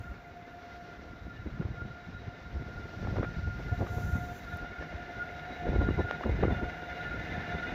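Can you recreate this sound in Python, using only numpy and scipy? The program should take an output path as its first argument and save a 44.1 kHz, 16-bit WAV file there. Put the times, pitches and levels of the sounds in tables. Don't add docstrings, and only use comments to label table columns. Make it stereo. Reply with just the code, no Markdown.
import sys
import numpy as np
from scipy import signal
from scipy.fft import rfft, irfft, next_fast_len
from scipy.io import wavfile

SR = 44100
rng = np.random.default_rng(int(sys.argv[2]) if len(sys.argv) > 2 else 0)


def generate_wav(sig):
    pcm = np.round(np.clip(np.atleast_2d(sig).T, -1, 1) * 32767).astype(np.int16)
    wavfile.write(sys.argv[1], SR, pcm)


N = 341334
T = np.arange(N) / SR
LAG_S = 22 / SR
LEFT_LATE = np.array([[1], [0]])


def gain_of(db):
    return 10 ** (np.asarray(db) / 20)


def evened(x):
    return x / np.sqrt(np.mean(x ** 2, axis=-1, keepdims=True) + 1e-20)


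def read(points, hz):
    f, value = np.transpose(points)
    return np.interp(np.log(hz + 1), np.log(f + 1), value)


def curves(rows):
    s, *columns = np.transpose(rows)
    return [np.interp(T, s, c) for c in columns]


def sides(pan_db):
    g = gain_of(np.array([pan_db / 2, -pan_db / 2]))
    return g * 2 / np.sqrt((g ** 2).sum(0))


def coloured(x, gain):
    size = next_fast_len(N)
    return irfft(rfft(x, size) * gain(np.fft.rfftfreq(size, 1 / SR)), size)[..., :N]


def wobble(per_s, channels):
    steps = N // 64 + 2
    hz = np.fft.rfftfreq(steps, 64 / SR)
    spectrum = rfft(rng.standard_normal((channels, steps))) / (1 + (hz / per_s) ** 2)
    slow = evened(irfft(spectrum, steps))
    return np.array([np.interp(T, np.arange(steps) * 64 / SR, c) for c in slow])


def ring(x, hz, width, steady):
    turn = np.exp(2j * np.pi * np.cumsum(hz * np.ones(N)) / SR)
    r = np.exp(-np.pi * width / SR)
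    slow = signal.lfilter([1], [1, -2 * r, r * r], x * turn.conj())
    ironed = slow / (abs(slow) + 1e-9) ** np.clip(steady, 0, 1)
    return evened((turn * ironed).real)


# [f/Hz, likeness 0-1]
LIKENESS = [(300, 0.94), (800, 0.18), (1500, 1), (2000, 0.42), (3500, 0.22), (5000, 0.19)]


def from_track():
    a, b = rng.standard_normal((2, N))
    same = lambda hz: np.clip(read(LIKENESS, hz), 0, 1)
    late = coloured(a, lambda hz: same(hz) * np.exp(-2j * np.pi * hz * LAG_S))
    own = coloured(b, lambda hz: np.sqrt(1 - same(hz) ** 2))
    return np.array([late + own, a])


# [t/s, low band level/dB, high band level/dB]
RAIL_LEVELS = [(0, -53, -47), (.17, -57.5, -50.5), (.25, -52.5, -59.5), (.9, -51.5, -55.5),
               (1.03, -62, -54.5), (1.55, -77, -55.5), (1.8, -56, -48.5), (2.07, -63, -51.5),
               (2.3, -59.5, -60), (2.7, -53.5, -48), (2.9, -62, -48.5), (3.2, -54, -47), (3.35, -63, -45.5),
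               (3.55, -62, -45.5), (3.8, -48.5, -50.5), (4.0, -46.5, -44.5), (4.15, -48.5, -41.5),
               (4.27, -44.5, -46.5), (4.4, -53.5, -50.5), (4.5, -48, -43), (4.75, -55, -44),
               (5.0, -50, -48), (5.1, -46.5, -50), (5.23, -45, -41), (5.38, -46.5, -52.5),
               (5.55, -45.5, -48.5), (5.8, -44, -44), (5.95, -50.5, -44.5), (6.1, -45, -39.5),
               (6.35, -54.5, -53), (6.55, -46, -39), (6.65, -46.5, -39.5), (6.8, -45, -46.5),
               (7.05, -53, -44), (7.15, -52, -38.5), (7.25, -51, -51), (7.45, -46, -47), (7.55, -43, -42),
               (7.74, -43, -44.5)]
# [t/s, low band f/Hz, high band f/Hz, share of pure tone in the low band 0-1]
RAIL_PITCH = [(0, 703, 1408, .9), (.95, 703, 1405, .9), (1.02, 703, 1404, 0), (2.8, 705, 1408, 0),
              (3.6, 710, 1418, 0), (4.1, 711, 1419, .2), (4.2, 710, 1419, .85), (4.5, 707, 1420, .6),
              (4.7, 704, 1420, .2), (5.6, 708, 1421, .2), (7.74, 712, 1424, 0)]
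RAIL_WIDTHS = (26, 34)
SWELL_DB, SWELLS_PER_S = 2.5, 18
RAIL_LAG_S, RAIL_SAME = 0.0002, 0.52


def rail_song():
    low_hz, high_hz, pure = curves(RAIL_PITCH)
    swell_depth = [1 - pure, np.ones(N)]
    swells = SWELL_DB * wobble(SWELLS_PER_S, channels=2) * swell_depth
    low_db, high_db = curves(RAIL_LEVELS) + swells
    turns = np.cumsum(low_hz) / SR - low_hz * RAIL_LAG_S * LEFT_LATE
    tone = np.sqrt(2) * np.sin(2 * np.pi * turns)
    a, b = rng.standard_normal((2, N))
    late = np.roll(a, round(RAIL_LAG_S * SR))
    near = np.array([RAIL_SAME * late + np.sqrt(1 - RAIL_SAME ** 2) * b, a])
    fuzz = ring(near, low_hz, RAIL_WIDTHS[0], steady=0.23)
    low = pure * tone + np.sqrt(1 - pure ** 2) * fuzz
    high = ring(rng.standard_normal((2, N)), high_hz, RAIL_WIDTHS[1], steady=0.15)
    return gain_of(low_db) * low + gain_of(high_db) * high


# [t/s, level/dB]
ROLLING_LEVEL = [(0.0, -63.5), (0.34, -63), (1.16, -63), (3.02, -60), (3.12, -58.5), (3.45, -59),
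                 (4.68, -56.5), (5.6, -52.5), (7.18, -49.5), (7.39, -47), (7.74, -47)]
# [f/Hz, level/dB per Hz]
ROAR_COLOUR = [(180, -51.5), (300, -8.5), (708, 0), (1160, -12.5), (1440, 2), (1650, -5), (1800, -4.5),
               (2110, -7), (3090, -15), (6360, -30.5), (7800, -52), (10100, -102), (17200, -120)]
# [f/Hz, width/Hz, level/dB above the rolling
ROLLING_BANDS = [(159.8, 16, -3), (1754, 49, -6.5), (1860, 45, -18), (2053, 103, -6.5), (2191, 55, -10.5),
                 (2482, 60, -18.5), (2827, 110, -11.5), (3554, 170, -15), (3834, 240, -17)]
BROAD_DB = 7.5
WANDER = 0.003


def rolling():
    rolling_db, = curves(ROLLING_LEVEL)
    drive = from_track() * gain_of(1.27 * wobble(27, channels=1))
    roar = gain_of(BROAD_DB) * evened(coloured(drive, lambda hz: gain_of(read(ROAR_COLOUR, hz))))
    for hz, width, db in ROLLING_BANDS:
        level = gain_of(db + 3.9 * wobble(24, channels=1))
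        drifting_hz = hz * (1 + WANDER * wobble(5.3, channels=1)[0])
        roar += level * ring(drive, drifting_hz, width, steady=0)
    return gain_of(rolling_db) * roar


# [f/Hz, level/dB per Hz]
WASH_COLOUR = [(140, -39), (240, -2), (615, -7.5), (704, 1.5), (820, -11.5), (1140, -7), (1420, -8.5),
               (1920, -17), (2100, -16.5), (5710, -24), (9000, -57.5), (11700, -80), (19800, -120)]
# [f/Hz, left-right level/dB]
WASH_PAN = [(300, 1), (1000, 1.5), (3500, -0.5), (4800, -8), (9000, -43)]
# [t/s, level/dB]
BREEZE_LEVEL = [(0, -56), (.55, -55), (.7, -50.5), (.95, -51.5), (1.2, -55.5), (2.4, -51.5), (2.7, -49.5),
                (3.2, -46), (3.8, -48.5), (4.0, -46.5), (4.6, -50), (7.74, -52.5)]


def air():
    wash = coloured(from_track(), lambda hz: gain_of(read(WASH_COLOUR, hz)) * sides(read(WASH_PAN, hz)))
    treble = coloured(wash, lambda hz: 1 / (1 + (2500.0 / (hz + 1)) ** 4))
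    breeze_db, = curves(BREEZE_LEVEL)
    mean_db = breeze_db.mean()
    lift = gain_of(breeze_db - mean_db)
    level = gain_of(mean_db + 1.25 * wobble(13.0, channels=1))
    return level * (wash + (lift - 1) * treble) / wash.std()


# [t/s, level/dB, left-right level/dB]
HISS_LEVEL = [(0, -72, -7), (.17, -79.5, -4), (1.0, -80.5, -1), (2.3, -82, -1.5), (3.15, -76, -4),
              (3.45, -78.5, -3), (3.86, -69.5, -8), (3.95, -62, -2), (4.1, -62, -6), (4.29, -66.5, -14),
              (4.39, -63, -20), (4.41, -71, -12), (4.55, -70.5, -14), (4.65, -78.5, -4), (5.5, -76.5, -5),
              (6.2, -75, -6), (7.74, -74.5, -4)]
# [f/Hz, level/dB]
HISS_SPECTRUM = [(2500, -46.5), (4000, -32.5), (6000, 10), (7600, 4), (8200, -40), (9300, -11), (10300, -3),
                 (11500, 1), (13000, 1.5), (15600, 3)]
# [t/s, level/dB, left-right level/dB]
DRY_TICKS = [(4.389, -52, -14), (4.545, -54, -10), (4.572, -43, -14), (5.942, -61, -6)]


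def hiss():
    db, pan = curves(HISS_LEVEL)
    drive = gain_of(db + 0.87 * wobble(19, channels=2)) * sides(pan) * rng.standard_normal((2, N))
    decay = np.exp(-np.arange(80) / 24.0)
    for s, tick_db, tick_pan in DRY_TICKS:
        at = round(s * SR)
        grit = np.diff(rng.standard_normal((2, 81))) / 2
        drive[:, at:at + 80] += gain_of(tick_db) * sides(tick_pan)[:, None] * decay * grit
    return coloured(drive, lambda hz: gain_of(read(HISS_SPECTRUM, hz)))


def eddies(colour, lumps_db, shared, puffs_per_s):
    puffs = rng.random((3, N)) < puffs_per_s / SR
    left, right, both = rng.standard_normal((3, N)) * puffs
    train = gain_of(lumps_db) * (np.array([left, right]) + shared * both)
    return evened(coloured(train, lambda hz: gain_of(read(colour, hz))))


# [f/Hz, level/dB per Hz]
BUFFET_COLOUR = [(12, -40), (22, -13), (40, 3.5), (65, 8), (110, 4.5), (200, -1.5), (300, -22), (500, -57),
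                 (1500, -120)]
# [f/Hz, level/dB per Hz]
FLUTTER_COLOUR = [(130, -50), (200, -1), (280, -2.5), (420, -5.5), (650, -11), (1000, -18), (2000, -52),
                  (4000, -71.5), (7000, -120)]
# [t/s, low buffet level/dB, upper flutter level/dB]
WIND_LEVELS = [(0, -43, -62), (0.5, -52.5, -59.5), (1, -49, -53), (1.4, -44, -65), (1.7, -40, -52),
               (2.0, -42.5, -62), (2.4, -45, -54), (2.9, -40, -48.5), (3.15, -30.5, -40),
               (3.35, -37, -53.5), (3.9, -38.5, -48.5), (4.15, -31, -46.5), (4.3, -46, -49.5),
               (5, -47.5, -49.5), (5.6, -46.5, -48), (5.7, -31.5, -36), (6.0, -33.5, -46), (6.2, -46, -43),
               (6.45, -27, -37.5), (6.75, -47, -49.5), (7.2, -38, -45), (7.73, -39.5, -42.5)]
# [t/s, thud level/dB, thud f/Hz, flutter level/dB, left-right level/dB]
AIR_LUMPS = [(0.11, -32.5, 61.5, -53, 2), (1.261, -32.5, 71.6, -48.5, 4), (1.405, -35.5, 100, -56, 0),
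             (1.47, -30, 62.4, -43.5, -10), (1.538, -43, 100, -67, -10), (1.604, -26, 164, -38.5, 2.5),
             (1.658, -26.5, 89.5, -46, -1), (1.713, -32, 128, -56, -5), (1.824, -30, 85.5, -43.5, -8),
             (1.855, -33, 142, -48, -10), (1.91, -29, 130, -51, 4), (2.089, -34, 167, -43, -8),
             (2.286, -32.5, 112, -48, -5), (2.556, -32.5, 65, -51, 1), (2.574, -29, 59, -74, 1),
             (2.611, -32, 110, -46, 3), (2.683, -38, 70, -43.5, -4), (2.777, -33, 75, -42.5, 0),
             (2.846, -35, 104, -60, -4), (3.025, -45, 126, -51, 9), (3.092, -23, 89, -46, -24),
             (3.176, -24, 105, -37, -22), (3.254, -34, 57, -43, -4), (3.438, -32, 92, -49, 2),
             (3.479, -27, 75, -40.5, -10), (3.597, -31, 109, -35.5, -2), (3.69, -38, 70.4, -55, -4),
             (3.727, -23, 102, -39.5, -1.5), (3.816, -25.5, 104, -30.5, 2.5), (3.835, -26, 100, -34, 10),
             (3.909, -24.5, 96, -53, -8), (3.976, -25, 98, -34, -7), (4.02, -29, 123, -40, 2),
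             (4.055, -31, 70, -56, -12), (4.098, -30.5, 111, -41, -8), (4.138, -23, 90, -45, -5),
             (4.161, -22, 100, -37.5, 3), (4.343, -37, 97, -64, -17), (4.544, -31.5, 90, -57, -1),
             (4.638, -38.5, 47.5, -43, -0.5), (4.799, -34, 64, -52, -10), (4.956, -29.5, 77, -49, -5),
             (5.703, -26.5, 77.5, -50, 2), (5.765, -20.5, 64, -49, -1), (5.795, -25.5, 70, -47, 0),
             (5.82, -35, 80, -32.5, 0), (5.848, -36, 90, -35.5, 0), (5.905, -23.5, 73, -50, 2),
             (6.002, -24.5, 81.5, -27.5, 4), (6.049, -29, 110, -42.5, 2), (6.265, -25, 70, -30.5, 0),
             (6.296, -24, 90, -29.5, 1), (6.326, -26.5, 60.3, -48, 2), (6.389, -31, 100, -39, -3),
             (6.418, -36, 80, -39, 5), (6.506, -25, 100, -30, 4), (6.524, -30, 110, -34, -1),
             (6.586, -32.5, 91, -44, -1), (6.63, -28, 73, -36, -8), (6.68, -30.5, 78, -52, -20),
             (6.92, -33.5, 73.5, -63, -8), (7.109, -34, 70, -57, -20), (7.55, -31.5, 72.6, -35, -2)]
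LUMP_TURNS, FLUTTER_LUMP_S = 0.92, 0.0096
# [start t/s, length t/s, port -1 left or 1 right]
BASS_DROPOUTS = [(0.198, 0.15, -1), (1.918, 0.14, -1), (2.315, 0.085, -1), (2.693, 0.05, -1),
                 (2.783, 0.16, -1), (3.223, 0.13, -1), (3.86, 0.048, -1), (4.65, 0.03, -1),
                 (4.74, 0.13, -1), (4.934, 0.018, -1), (6.085, 0.196, 1), (6.797, 0.084, -1),
                 (6.899, 0.095, -1), (7.136, 0.15, -1), (7.424, 0.06, -1), (7.587, 0.088, -1)]
DROP_DB, DROP_EDGE_S = -41.5, 0.015


def gusts():
    low_db, flutter_db = curves(WIND_LEVELS)
    flutter_power, thuds = gain_of(2 * flutter_db), np.zeros((2, N))
    starts = rng.random((len(AIR_LUMPS), 2))
    for (s, thud_db, hz, bump_db, pan_db), (turn, skew) in zip(AIR_LUMPS, starts):
        near = slice(max(round((s - .1) * SR), 0), round((s + .1) * SR))
        u = T[near] - s
        port_turn = np.array([[0], [0.73 * (skew - .5)]])
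        swing = np.sqrt(2) * np.cos(2 * np.pi * (hz * u + turn + port_turn))
        level = gain_of(thud_db + np.minimum([[pan_db], [-pan_db]], 0))
        thuds[:, near] += level * np.exp(-(u * hz / LUMP_TURNS) ** 2) * swing
        flutter_power[near] += gain_of(2 * bump_db) * np.exp(-(u / FLUTTER_LUMP_S) ** 2)
    drop = np.zeros((2, N))
    for start, length, port in BASS_DROPOUTS:
        inside = np.minimum(T - start, start + length - T)
        drop[int(port > 0)] += np.clip(inside / DROP_EDGE_S + 1, 0, 1)
    lumpy = wobble(20, channels=2)
    low = thuds + gain_of(low_db) * eddies(BUFFET_COLOUR, 2.76 * lumpy, shared=0.77, puffs_per_s=300)
    flutter = eddies(FLUTTER_COLOUR, 3.3 * lumpy, shared=0.53, puffs_per_s=420)
    return low * gain_of(DROP_DB * np.minimum(drop, 1)) + np.sqrt(flutter_power) * flutter


# [start t/s, end t/s, level/dB]
WHINE_SPELLS = [(1.1, 2.0, -77), (1.897, 2.725, -76), (3.1, 3.5, -77), (3.8, 4.7, -76.5), (5.0, 5.4, -79),
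                (5.3, 6.12, -69)]
WHINE_HZ = 3872


def whines():
    out = np.zeros((2, N))
    for start, end, db in WHINE_SPELLS:
        fade = np.clip(np.minimum(T - start, end - T) / .1, 0, 1)
        wavering_hz = WHINE_HZ * (1 + .0008 * wobble(9, channels=1)[0])
        turns = np.cumsum(wavering_hz) / SR - WHINE_HZ * LAG_S * LEFT_LATE
        level = gain_of(db + 5.7 * wobble(12.0, channels=2))
        out += level * fade * np.sqrt(2) * np.sin(2 * np.pi * turns)
    return out


# [t/s, port -1 left or 1 right, peak level/dB, f/Hz,
# crack level/dB above the peak]
AIR_POPS = [(1.136, -1.0, -32, 270, -25), (1.269, -1.0, -29.5, 240, -25), (1.281, 1.0, -30, 215, -25),
            (1.463, -1.0, -22.5, 300, -25), (1.473, 1.0, -21, 220, -18), (1.578, 1.0, -31, 235, -25),
            (1.653, 1.0, -26, 300, -15), (1.688, 1.0, -31, 235, -25), (1.852, -1.0, -30, 280, -25),
            (1.881, 1.0, -32, 215, -25), (2.624, -1.0, -26.5, 280, -20), (2.667, -1.0, -32, 250, -22),
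            (2.686, -1.0, -29, 430, -20), (2.967, 1.0, -33, 210, -20), (2.992, -1.0, -31, 210, -20),
            (2.998, 1.0, -32, 335, -22), (3.03, -1.0, -26, 245, -22), (3.031, 1.0, -30, 205, -25),
            (4.813, -1.0, -24, 450, -20), (4.928, -1.0, -27, 600, -15), (6.28, 1.0, -22, 330, -30),
            (6.39, 1.0, -21, 260, -30), (1.614, -1.0, -24, 363, -23), (1.625, -1.0, -27, 360, -7),
            (3.051, -1.0, -25.5, 440.0, -6), (3.073, -1.0, -20, 696, -13), (3.161, -1.0, -21, 540.0, -16),
            (3.169, -1.0, -18.5, 820.0, -8.5), (3.186, -1.0, -14.5, 410.0, -15),
            (3.197, 1.0, -16, 380, -30), (3.209, 1.0, -19, 260.0, -19), (3.231, -1.0, -15.5, 490, -6.5),
            (3.24, 1.0, -19.5, 305, -10), (3.248, -1.0, -24, 510.0, 1), (3.829, -1.0, -15.5, 440.0, -30),
            (3.869, -1.0, -24, 730, -2.5), (3.894, -1.0, -28, 610.0, -10), (4.159, 1.0, -16.5, 209, -22),
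            (4.826, -1.0, -22.5, 600, -9), (5.669, -1.0, -15, 434, -22), (5.675, 1.0, -20.5, 470.0, -24),
            (5.69, -1.0, -20.5, 383, -16), (5.69, 1.0, -22, 412, -22), (5.762, 1.0, -10.5, 393, -23),
            (5.763, -1.0, -23, 457, -23), (5.818, -1.0, -19, 378, -8.5), (5.891, -1.0, -14.5, 256, -20),
            (5.89, 1.0, -9.5, 328, -17.5), (5.909, -1.0, -15, 350, -29), (6, -1.0, -28, 282, -21),
            (6.0, 1.0, -17, 334, -17.5), (6.211, 1.0, -19, 670, -12), (6.237, 1.0, -30.5, 1200.0, 6),
            (6.269, 1.0, -21, 450, -22), (6.428, -1.0, -14, 440.0, -33), (6.433, 1.0, -7.5, 400.0, -15),
            (6.437, -1.0, -7.5, 720, -16), (6.448, -1.0, -15, 470.0, -16), (6.454, 1.0, -8.5, 380.0, -29),
            (6.458, -1.0, -25, 460.0, -17.5), (6.483, -1.0, -13, 360, -17), (6.501, 1.0, -24, 530.0, -24),
            (6.509, -1.0, -16.5, 277, -25), (6.634, 1.0, -19, 338, -40)]
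# [f/Hz, level/dB per Hz]
CRACK_COLOUR = [(200, -20), (600, -4), (1400, 9), (2400, -6.5), (3500, -19), (5000, -51.5), (8000, -111)]


def pops():
    swings, cracks, u = np.zeros((2, N)), np.zeros((2, N)), np.arange(-400, 400) / SR
    for s, port, db, hz, crack_db in AIR_POPS:
        side, at = int(port > 0), round(s * SR) - 400
        swing = np.exp(-abs(u * hz) * 2) * np.cos(2 * np.pi * hz * u)
        swings[side, at:at + len(u)] -= gain_of(db) * swing
        burst = np.exp(-abs(u) / 0.0047) * rng.standard_normal(len(u))
        cracks[side, at:at + len(u)] += gain_of(db + crack_db) * burst
    dull = lambda hz: 1 / (1 + (hz / 2000.) ** 4)
    return coloured(swings, dull) + coloured(cracks, lambda hz: gain_of(read(CRACK_COLOUR, hz)))


# [f/Hz, level/dB]
SNAP_COLOUR = [(250, -24), (450, 0), (700, 0), (1000, -6), (1500, -5), (2400, -16), (3400, -20),
               (4500, -31), (6500, -36), (8000, -70)]
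SNAP_S, SNAP_DB, SNAP_PAN_DB = 6.1112, -15.5, -30


def snap():
    click = np.zeros((2, N))
    click[:, round(SNAP_S * SR)] = sides(SNAP_PAN_DB)
    click = coloured(click, lambda hz: gain_of(read(SNAP_COLOUR, hz)) * np.exp(.4j))
    return gain_of(SNAP_DB) * click / abs(click.mean(0)).max()


def scene():
    train = rail_song() + rolling()
    wind = gusts() + pops() + snap()
    return train + air() + hiss() + wind + whines()


def record(dry):
    lowpass = signal.firwin(511, 15600, window=("kaiser", 9), fs=SR)
    return signal.oaconvolve(dry, lowpass[None], "same")


dry = scene()
out = record(dry)
generate_wav(out)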